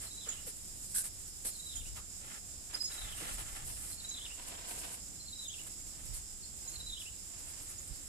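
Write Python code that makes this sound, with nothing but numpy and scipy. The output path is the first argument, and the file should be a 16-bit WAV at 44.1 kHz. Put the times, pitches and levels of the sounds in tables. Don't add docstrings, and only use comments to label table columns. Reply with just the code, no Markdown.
import sys
import numpy as np
from scipy import signal
from scipy.fft import rfft, irfft
from scipy.io import wavfile

SR = 44100
rng = np.random.default_rng(int(sys.argv[2]) if len(sys.argv) > 2 else 0)


def to_wav(sig):
    pcm = np.clip(np.atleast_2d(sig), -1, 1) * 32767
    pcm = np.round(pcm).astype(np.int16)
    wavfile.write(sys.argv[1], SR, pcm.T)


N = 356328
T = np.arange(N) / SR
BINS_HZ = np.arange(N // 2 + 1) * SR / N

# f/Hz, level/dB
MURMUR_SPECTRUM = [(12, -53), (20, 3.5), (33, -3.5), (76, -2.5), (214, -17), (299, -16), (408, -24),
                   (829, -27), (926, -36), (2250, -33), (4000, -27), (5200, -62), (8800, -120)]
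# f/Hz, share/0-1
MURMUR_COHERENCE = [(30, .93), (120, .17), (300, .87), (700, .53), (2000, 0)]
# t/s, level/dB
HUM_ENVELOPE = [(0, 0), (4, 0), (5.2, 5.5), (6.8, -.5), (8.1, -9)]
DRONE_SPECTRUM = [(3500, -16), (4400, -12), (5300, -5.5), (6000, -9), (6350, -5.5), (6700, -1), (7100, 4.3),
                  (7600, 3.2), (8100, -.5), (8800, -5.8), (9600, -6.2), (10300, -7), (11000, -10.5),
                  (12000, -15), (13200, -16.5), (14100, -12)]
# f/Hz, left minus right/dB
DRONE_PORT_BALANCE = [(4000, 0), (6000, -2), (7200, -7), (8000, -8), (8800, -11.5), (9500, -5), (10300, 4),
                      (11000, 11), (12000, 8), (14000, 5)]
# t/s into it, length/s, start f/Hz, middle f/Hz, end f/Hz, level/dB, rasp/0-1
PHRASE_NOTES = [(.002, .032, 4150, 4130, 4080, -8.5, .1), (.06, .028, 4420, 4300, 4320, -10, .15),
                (.086, .017, 4350, 4180, 3550, -2.5, .25), (.129, .027, 4030, 3880, 3990, 0, .08),
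                (.194, .028, 4100, 3930, 3980, 1.5, .08), (.226, .019, 4020, 3850, 3520, 0, .2),
                (.252, .032, 3150, 3720, 2800, -2, .36), (.295, .034, 2650, 3330, 3480, -4.5, .34),
                (.331, .03, 3800, 3300, 2400, -3.5, .38), (.384, .042, 2400, 2790, 2960, -9.5, .2)]
# t/s, level/dB, pan/dB, direct path through leaves/dB
PHRASE_REPEATS = [(-.026, -44, 0, -4), (1.461, -44, -1.5, -2.5), (2.781, -43.7, 0, -1.5),
                  (3.91, -41.5, -.5, 0), (5.191, -40.7, 0.5, -1.5), (6.666, -41.2, -2.5, .5)]
# t/s, length/s, rise/s, rub level/dB, hiss level/dB, firmness/0-1
CLOTH_SLIDES = [(0.488, 1.45, 0.033, -86, -56.5, 0), (2.186, 0.24, 0.075, -53.5, -56, 0.02),
                (2.716, 0.21, .04, -64, -56, 0.2), (2.88, 0.32, 0.035, -52, -53, 0),
                (3.137, 0.27, 0.043, -50, -48.5, 0.1), (3.41, 0.27, 0.06, -51.5, -56.5, 0),
                (3.636, 0.17, 0.043, -57.5, -46, 0.63), (3.754, 0.24, 0.033, -58.5, -48, 0.08),
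                (3.966, 0.41, 0.052, -58.5, -63, 0.37), (4.323, 0.426, 0.11, -52, -57.5, 0.83),
                (4.669, 0.35, 0.024, -52.5, -50, 0.97), (5.498, 0.29, 0.11, -63, -59, 0.68),
                (5.895, 0.35, 0.054, -62, -58.5, 0.6), (6.606, 0.3, 0.045, -62, -61.5, 0.96),
                (6.97, 0.13, 0.044, -63, -53, 0.5), (7.245, 0.44, 0.16, -59.5, -57, 0.67),
                (7.6, 0.62, 0.043, -64.5, -60, 0.24)]
# t/s, length/s, rub level/dB, hiss level/dB, squeak level/dB
CLOTH_SCUFFS = [(0.0, 0.11, -52.5, -49.5, -65), (0.251, 0.11, -51.5, -57, -69),
                (0.297, 0.19, -58, -60, -80), (0.458, 0.067, -55.5, -45, -83),
                (0.94, 0.095, -54.5, -34.5, -51), (1.032, 0.064, -53, -43.5, -80),
                (1.443, 0.073, -52, -39, -75), (1.744, 0.07, -59.5, -51, -72),
                (1.954, 0.056, -51, -52, -73), (2.695, 0.036, -52.5, -64, -74),
                (2.723, 0.076, -48, -61, -57), (2.897, 0.045, -55, -67, -58), (3.19, 0.11, -50.5, -52, -77),
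                (3.283, 0.037, -49.5, -55, -64), (3.37, 0.079, -47, -47.5, -78),
                (5.659, 0.041, -56.5, -51.5, -82), (6.05, 0.025, -72, -52, -80),
                (6.13, 0.068, -60.5, -47, -80), (6.688, 0.035, -80, -51, -82),
                (6.734, 0.031, -56, -67, -80), (7.683, 0.066, -59, -51.5, -80),
                (7.87, 0.037, -76, -53, -80)]
# f/Hz, level/dB
LIGHT_SPECTRUM = [(100, -16), (220, 1.5), (450, -1), (700, 4.5), (950, 1), (1400, 3), (2200, 0.5),
                  (3200, 5), (5000, -6.5), (8000, -0.5), (14000, -52)]
FIRM_SPECTRUM = [(100, -20), (280, 4), (600, 1), (1000, 2.5), (1500, -4), (2600, 1), (4500, -1),
                 (8000, -12), (14000, -50)]
FIBRE_SPECTRUM = [(1000, -42), (3000, -16), (4500, -8.5), (6300, -6), (7600, -18), (8700, -7), (9500, 3.5),
                  (11000, -3.5), (12300, -6.5), (14200, -10)]
# f/Hz, width/Hz, level/dB
LIGHT_MODES = [(825, 58, -1.5), (1335, 150, 3), (1730, 70, 2), (2050, 130, 2.5), (2570, 45, -6)]
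FIRM_MODES = [(510, 46, -5), (685, 60, -0.5), (944, 67, -1), (1557, 79, -2), (2820, 190, -4)]
FIBRE_MODES = [(7960, 140, -6.5), (8720, 580, -3), (9880, 270, -10), (11030, 300, -10)]
SCUFF_MODES = [(7620, 60, -3), (8640, 45, 0), (8840, 35, 0), (10050, 35, -1), (10560, 45, -2),
               (10900, 35, -1), (11550, 35, -5), (12140, 30, -6)]
# f/Hz, left minus right/dB
FIBRE_PORT_BALANCE = [(6000, -0.5), (8700, -19.5), (9500, -0.5), (10500, 9.5), (11500, 16), (13000, 8)]
SOFT_KNOCKS = [(.262, 490, 89, -45, 0.014), (.264, 1390, 160, -56.5, 0.056), (0.466, 452, 90, -42, 0.01),
               (1.445, 420, 200, -48, 0.02), (1.968, 1260, 200, -52.5, 0.032),
               (2.742, 330, 200, -54.5, 0.029), (3.198, 222, 100, -49.5, 0.066),
               (3.199, 520, 300, -52, 0.031), (3.39, 136, 30, -52.5, 0.04), (3.615, 123, 30, -47, 0.042),
               (6.082, 104, 40, -49, 0.028), (7.902, 99, 44.4, -49.5, 0.02)]
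HIGH_CHIPS = [(.284, 7080, -35, -8), (1.754, 7000, -39.5, -12), (2.841, 6970, -34, -1.5),
              (4.086, 6850, -38, -5), (5.479, 6800, -40, -7), (6.676, 6800, -41.5, -9),
              (7.779, 6900, -47, -13)]
CLOTH_SNAGS = [(.944, -52, -35), (.984, -52, -27), (1.451, -47, -36), (1.489, -56, -33), (2.741, -45, -55),
               (2.906, -49, -60), (3.203, -44, -52), (3.232, -44, -50), (3.292, -46, -48),
               (3.386, -46, -48), (4.048, -51, -60), (4.111, -50, -60), (4.184, -49, -55),
               (4.397, -46, -60), (4.474, -48, -60), (4.551, -45, -55), (4.594, -47, -58),
               (4.834, -46, -55), (4.891, -47, -55), (4.944, -50, -58)]
AIR_PUFFS = [(1.7, 0.36, -47, 8.5), (2.961, 0.25, -48, -1), (3.19, 0.48, -49, 1), (3.573, 0.35, -50.5, 1),
             (6.012, 0.17, -49.5, -17), (6.146, 0.075, -52.5, 10), (6.728, 0.24, -51, 1),
             (7.895, 0.05, -44, -18)]
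# f/Hz, level/dB
PUFF_SPECTRUM = [(10, -24), (35, 7), (70, -5), (130, -10.5), (250, -57), (800, -47)]
CLEAR_PIPS = [(2.74, 0.017, 5000, -32, -10.5), (2.801, 0.025, 5020, -32, -11),
              (2.831, 0.015, 5020, -34, -9), (2.841, 0.027, 5140, -35.5, -4), (2.868, .025, 5180, -39, 0)]
# t/s, length/s, start f/Hz, end f/Hz, level/dB, rasp/0-1
DISTANT_CHIRPS = [(4.071, .13, 8370, 8450, -54, .04), (4.19, 0.12, 8480, 8500, -60, .04),
                  (4.263, 0.12, 8020, 7630, -56, 0.2), (6.127, 0.023, 4750, 4240, -54.5, .3),
                  (6.418, 0.024, 4700, 4250, -51, .25), (7.924, 0.026, 4800, 4300, -57, 0.3)]


def undb(db):
    return 10 ** (np.asarray(db) / 20)


def unit(x):
    return x / np.sqrt(np.mean(x ** 2))


def panned(pan_db):
    return undb(np.array([[.5], [-.5]]) * pan_db)


def per_bin(points):
    hz, value = np.transpose(points)
    return np.interp(np.log(BINS_HZ + 1), np.log(hz), value)


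def filtered(x, response):
    return irfft(rfft(x) * response, N)


def colour(x, spectrum):
    return unit(filtered(x, undb(per_bin(spectrum))))


def ring(x, modes):
    response = sum(undb(db) / np.sqrt(width_hz) / (1 + 1j * (BINS_HZ - hz) / width_hz) ** 2
                   for hz, width_hz, db in modes)
    return unit(filtered(x, response))


def resonate(x, hz, width_hz):
    return ring(x, [(hz, width_hz, 0)])


def noise(coherence=0):
    common = rng.standard_normal(N)
    return np.sqrt(coherence) * common + np.sqrt(1 - coherence) * rng.standard_normal((2, N))


def walk(rate_hz):
    return np.interp(T * rate_hz, np.arange(N // 8), rng.standard_normal(N // 8)) * np.sqrt(3 / 2)


def blend(a, b, share):
    return np.sqrt(share) * a + np.sqrt(1 - share) * b


def phase_of(hz):
    return 2 * np.pi * np.cumsum(hz) / SR


def swell(start, length, peak, t=T):
    return np.sin(np.pi / 2 * np.interp(t, start + length * np.array([0, peak, 1]), [0, 1, 0]))


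def add(out, start_s, sound):
    i = int(start_s * SR)
    a, b = max(i, 0), min(i + sound.shape[-1], N)
    if b > a:
        out[:, a:b] += sound[:, a - i:b - i]


def valley_murmur(level_db=-55, drift_db=1):
    spectrum = blend(rfft(noise(.99)), rfft(noise()), per_bin(MURMUR_COHERENCE))
    return colour(irfft(spectrum, N), MURMUR_SPECTRUM) * undb(level_db + drift_db * walk(8.4))


def valley_hum(hz=190, base_db=-73):
    envelope_db = np.interp(T, *np.transpose(HUM_ENVELOPE))
    return resonate(noise(1), hz, width_hz=17.5) * undb(base_db + envelope_db)


def insect_drone(level_db=-49, flicker_db=1.14, pulse_hz=46, pulse_depth=.051):
    buzz = 1 + pulse_depth * np.sin(phase_of(pulse_hz * (1 + .013 * walk(3.4))))
    drone = colour(noise() * buzz * undb(flicker_db * walk(25)), DRONE_SPECTRUM)
    return undb(level_db) * filtered(drone, panned(per_bin(DRONE_PORT_BALANCE)))


def crickets(hz=5220, level_db=-61, slow_hz=4.81, quick_hz=5.48, first_s=.07, quicken_s=3.19, depth=.38):
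    cycles = slow_hz * (np.minimum(T, quicken_s) - first_s) + quick_hz * np.maximum(T - quicken_s, 0)
    throb = 1 + depth * np.cos(2 * np.pi * cycles)
    return resonate(noise(), hz, width_hz=380) * throb * undb(level_db) * panned(-3)


def near_insects(range_hz=(7100, 7900), level_db=-65, swell_db=3, count=4):
    voices = sum(resonate(noise(.13), hz, width_hz=55) * undb(swell_db * walk(3.8))
                 for hz in rng.uniform(*range_hz, count))
    return voices * undb(level_db) * panned(-3.5)


def whistle(length_s, pitches_hz, waver=.0019, rasp=0, rasp_depth=.098, peak=.81, overtone_db=-60):
    u = np.linspace(0, 1, int(length_s * SR))
    slow, quick, flutter = (np.interp(u, np.linspace(0, 1, knots), rng.standard_normal(knots))
                            for knots in (10, 24, 14))
    contour_hz = np.polyval(np.polyfit([0, .5, 1], pitches_hz, 2), u)
    phase = phase_of(contour_hz * (1 + waver * slow + rasp * rasp_depth * quick))
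    envelope = swell(0, 1, peak, u) * (1 + rasp * flutter)
    return envelope * (np.sin(phase) + undb(overtone_db) * np.sin(2 * phase))


def lag_left(x, samples):
    return np.array([np.roll(x[0], samples), x[1]])


def trees(x, near_db, near_t60_s, far_db, far_t60_s, build_s=.0034, direct_db=0):
    t = T[:SR]
    onset = np.clip(t / build_s, 0, 1)
    echoes = 0
    for db, t60_s in ((near_db, near_t60_s), (far_db, far_t60_s)):
        tail = rng.standard_normal((2, SR)) * undb(-60 * t / t60_s) * onset
        echoes += undb(db) * unit(tail) / np.sqrt(SR)
    return undb(direct_db) * lag_left(x, 3) + signal.fftconvolve(x, echoes, axes=1)[:, :N]


def songbird(detune=.0055, stray_db=1):
    out = np.zeros((2, N))
    for start_s, db, pan_db, _ in PHRASE_REPEATS:
        for after_s, length_s, *pitches_hz, note_db, rasp in PHRASE_NOTES:
            sharp, strong = rng.standard_normal(2)
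            sung_hz = (1 + detune * sharp) * np.array(pitches_hz)
            note = whistle(length_s, sung_hz, rasp=rasp, rasp_depth=.14, peak=.52)
            add(out, start_s + after_s, note * undb(db + note_db + stray_db * strong) * panned(pan_db))
    starts_s, _, _, direct_db = np.transpose(PHRASE_REPEATS)
    repeat = np.maximum(np.searchsorted(starts_s, T) - 1, 0)
    return trees(out, near_db=-4.5, near_t60_s=.19, far_db=-10.5, far_t60_s=.7,
                 build_s=.005, direct_db=direct_db[repeat])


def cloth_friction(grain_db=1, rub_modal_share=.28, hiss_modal_share=.36):
    grains = undb(grain_db * walk(900))
    slips = noise(.13) * grains
    light = blend(ring(slips, LIGHT_MODES), colour(noise(.42) * grains, LIGHT_SPECTRUM), rub_modal_share)
    firm = blend(ring(slips, FIRM_MODES), colour(noise(.25) * grains, FIRM_SPECTRUM), rub_modal_share)
    ringing = ring(noise(.098) * grains, FIBRE_MODES)
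    hiss = blend(ringing, colour(noise(.075) * grains, FIBRE_SPECTRUM), hiss_modal_share)
    return light, firm, filtered(hiss, panned(per_bin(FIBRE_PORT_BALANCE)))


def clothes(flutter_hz=30, rub_catch_db=1.7, hiss_catch_db=2.6, release_s=.078, scuff_firmness=.21):
    light, firm, hiss = cloth_friction()
    phase = phase_of(flutter_hz * (1 + .038 * walk(4.2)))
    flutter = 1 + .21 * np.cos(phase) + .15 * np.cos(phase / 2)
    rub_catch = flutter * undb(rub_catch_db * walk(35))
    hiss_catch = undb(hiss_catch_db * walk(35))
    contacts, squeak_gain, ring_gain = [], 0, 0
    for start_s, length_s, rise_s, rub_db, hiss_db, firmness in CLOTH_SLIDES:
        speed = np.clip(np.minimum((T - start_s) / rise_s, (start_s + length_s - T) / release_s), 0, 1)
        contacts.append((speed * undb(rub_db) * rub_catch, speed * undb(hiss_db) * hiss_catch, firmness))
    for start_s, length_s, rub_db, hiss_db, squeak_db in CLOTH_SCUFFS:
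        speed = swell(start_s, length_s, peak=.26)
        contacts.append((speed * undb(rub_db), speed * undb(hiss_db), scuff_firmness))
        squeak_gain += speed * undb(squeak_db)
        ring_gain += speed * undb(hiss_db - 4)
    light_power = sum(rub ** 2 * (1 - firmness) for rub, _, firmness in contacts)
    firm_power = sum(rub ** 2 * firmness for rub, _, firmness in contacts)
    hiss_power = sum(gain ** 2 for _, gain, _ in contacts)
    rustle = np.sqrt(light_power) * light + np.sqrt(firm_power) * firm + np.sqrt(hiss_power) * hiss
    squeak = resonate(noise(.57), hz=1570, width_hz=170)
    return rustle + squeak_gain * squeak + ring_gain * ring(noise(.16), SCUFF_MODES)


def knocks(rise_s=.014):
    out = 0
    for start_s, hz, width_hz, db, decay_s in SOFT_KNOCKS:
        age_s = np.maximum(T - start_s, 0)
        envelope = np.minimum(age_s / rise_s, 1) * np.exp(-age_s / decay_s)
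        out += resonate(noise(.97), hz, width_hz) * undb(db) * envelope
    return out


def chipping_bird(length_s=.0273, bend=(1.015, .98, .915)):
    out = np.zeros((2, N))
    for start_s, hz, db, pan_db in HIGH_CHIPS:
        chip = whistle(length_s, hz * np.array(bend), rasp=.26, peak=.2)
        add(out, start_s, chip * undb(db) * panned(pan_db))
    return trees(out, near_db=-4, near_t60_s=.22, far_db=-15, far_t60_s=.6)


def snags(tick_decay_s=.0044, snap_decay_s=.00072):
    dull, bright = colour(noise(.23), LIGHT_SPECTRUM), colour(noise(.27), FIBRE_SPECTRUM)
    out = 0
    for start_s, tick_db, snap_db in CLOTH_SNAGS:
        age_s = np.maximum(T - start_s, 0)
        tick = dull * undb(tick_db) * np.exp(-age_s / tick_decay_s)
        snap = bright * undb(snap_db) * np.exp(-age_s / snap_decay_s)
        out += (T >= start_s) * (tick + snap)
    return out


def air_puffs():
    rumble = colour(noise(.49), PUFF_SPECTRUM)
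    return sum(rumble * swell(start_s, length_s, peak=.31) * undb(db) * panned(pan_db)
               for start_s, length_s, db, pan_db in AIR_PUFFS)


def pipping_bird():
    out = np.zeros((2, N))
    for start_s, length_s, hz, db, pan_db in CLEAR_PIPS:
        pip = whistle(length_s, [hz] * 3, waver=.0023, overtone_db=-17)
        add(out, start_s, pip * undb(db) * panned(pan_db))
    return trees(out, near_db=-10.5, near_t60_s=.33, far_db=-16, far_t60_s=.7)


def far_birds():
    out = np.zeros((2, N))
    for start_s, length_s, from_hz, to_hz, db, rasp in DISTANT_CHIRPS:
        chirp = whistle(length_s, np.linspace(from_hz, to_hz, 3), waver=.003, rasp=rasp)
        add(out, start_s, chirp * undb(db) * panned(-2))
    return trees(out, near_db=3, near_t60_s=.17, far_db=-8, far_t60_s=.6)


def scene(cloth_lag_s=.00046):
    background = valley_murmur() + valley_hum() + insect_drone() + crickets() + near_insects()
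    birds = songbird() + chipping_bird() + pipping_bird() + far_birds()
    cloth = lag_left(clothes() + snags(), int(cloth_lag_s * SR))
    return background + birds + cloth + knocks() + air_puffs()


def record(dry, cutoff_hz=14250):
    return signal.sosfilt(signal.ellip(12, .1, 80, cutoff_hz, fs=SR, output="sos"), dry)


dry = scene()
out = record(dry)
to_wav(out)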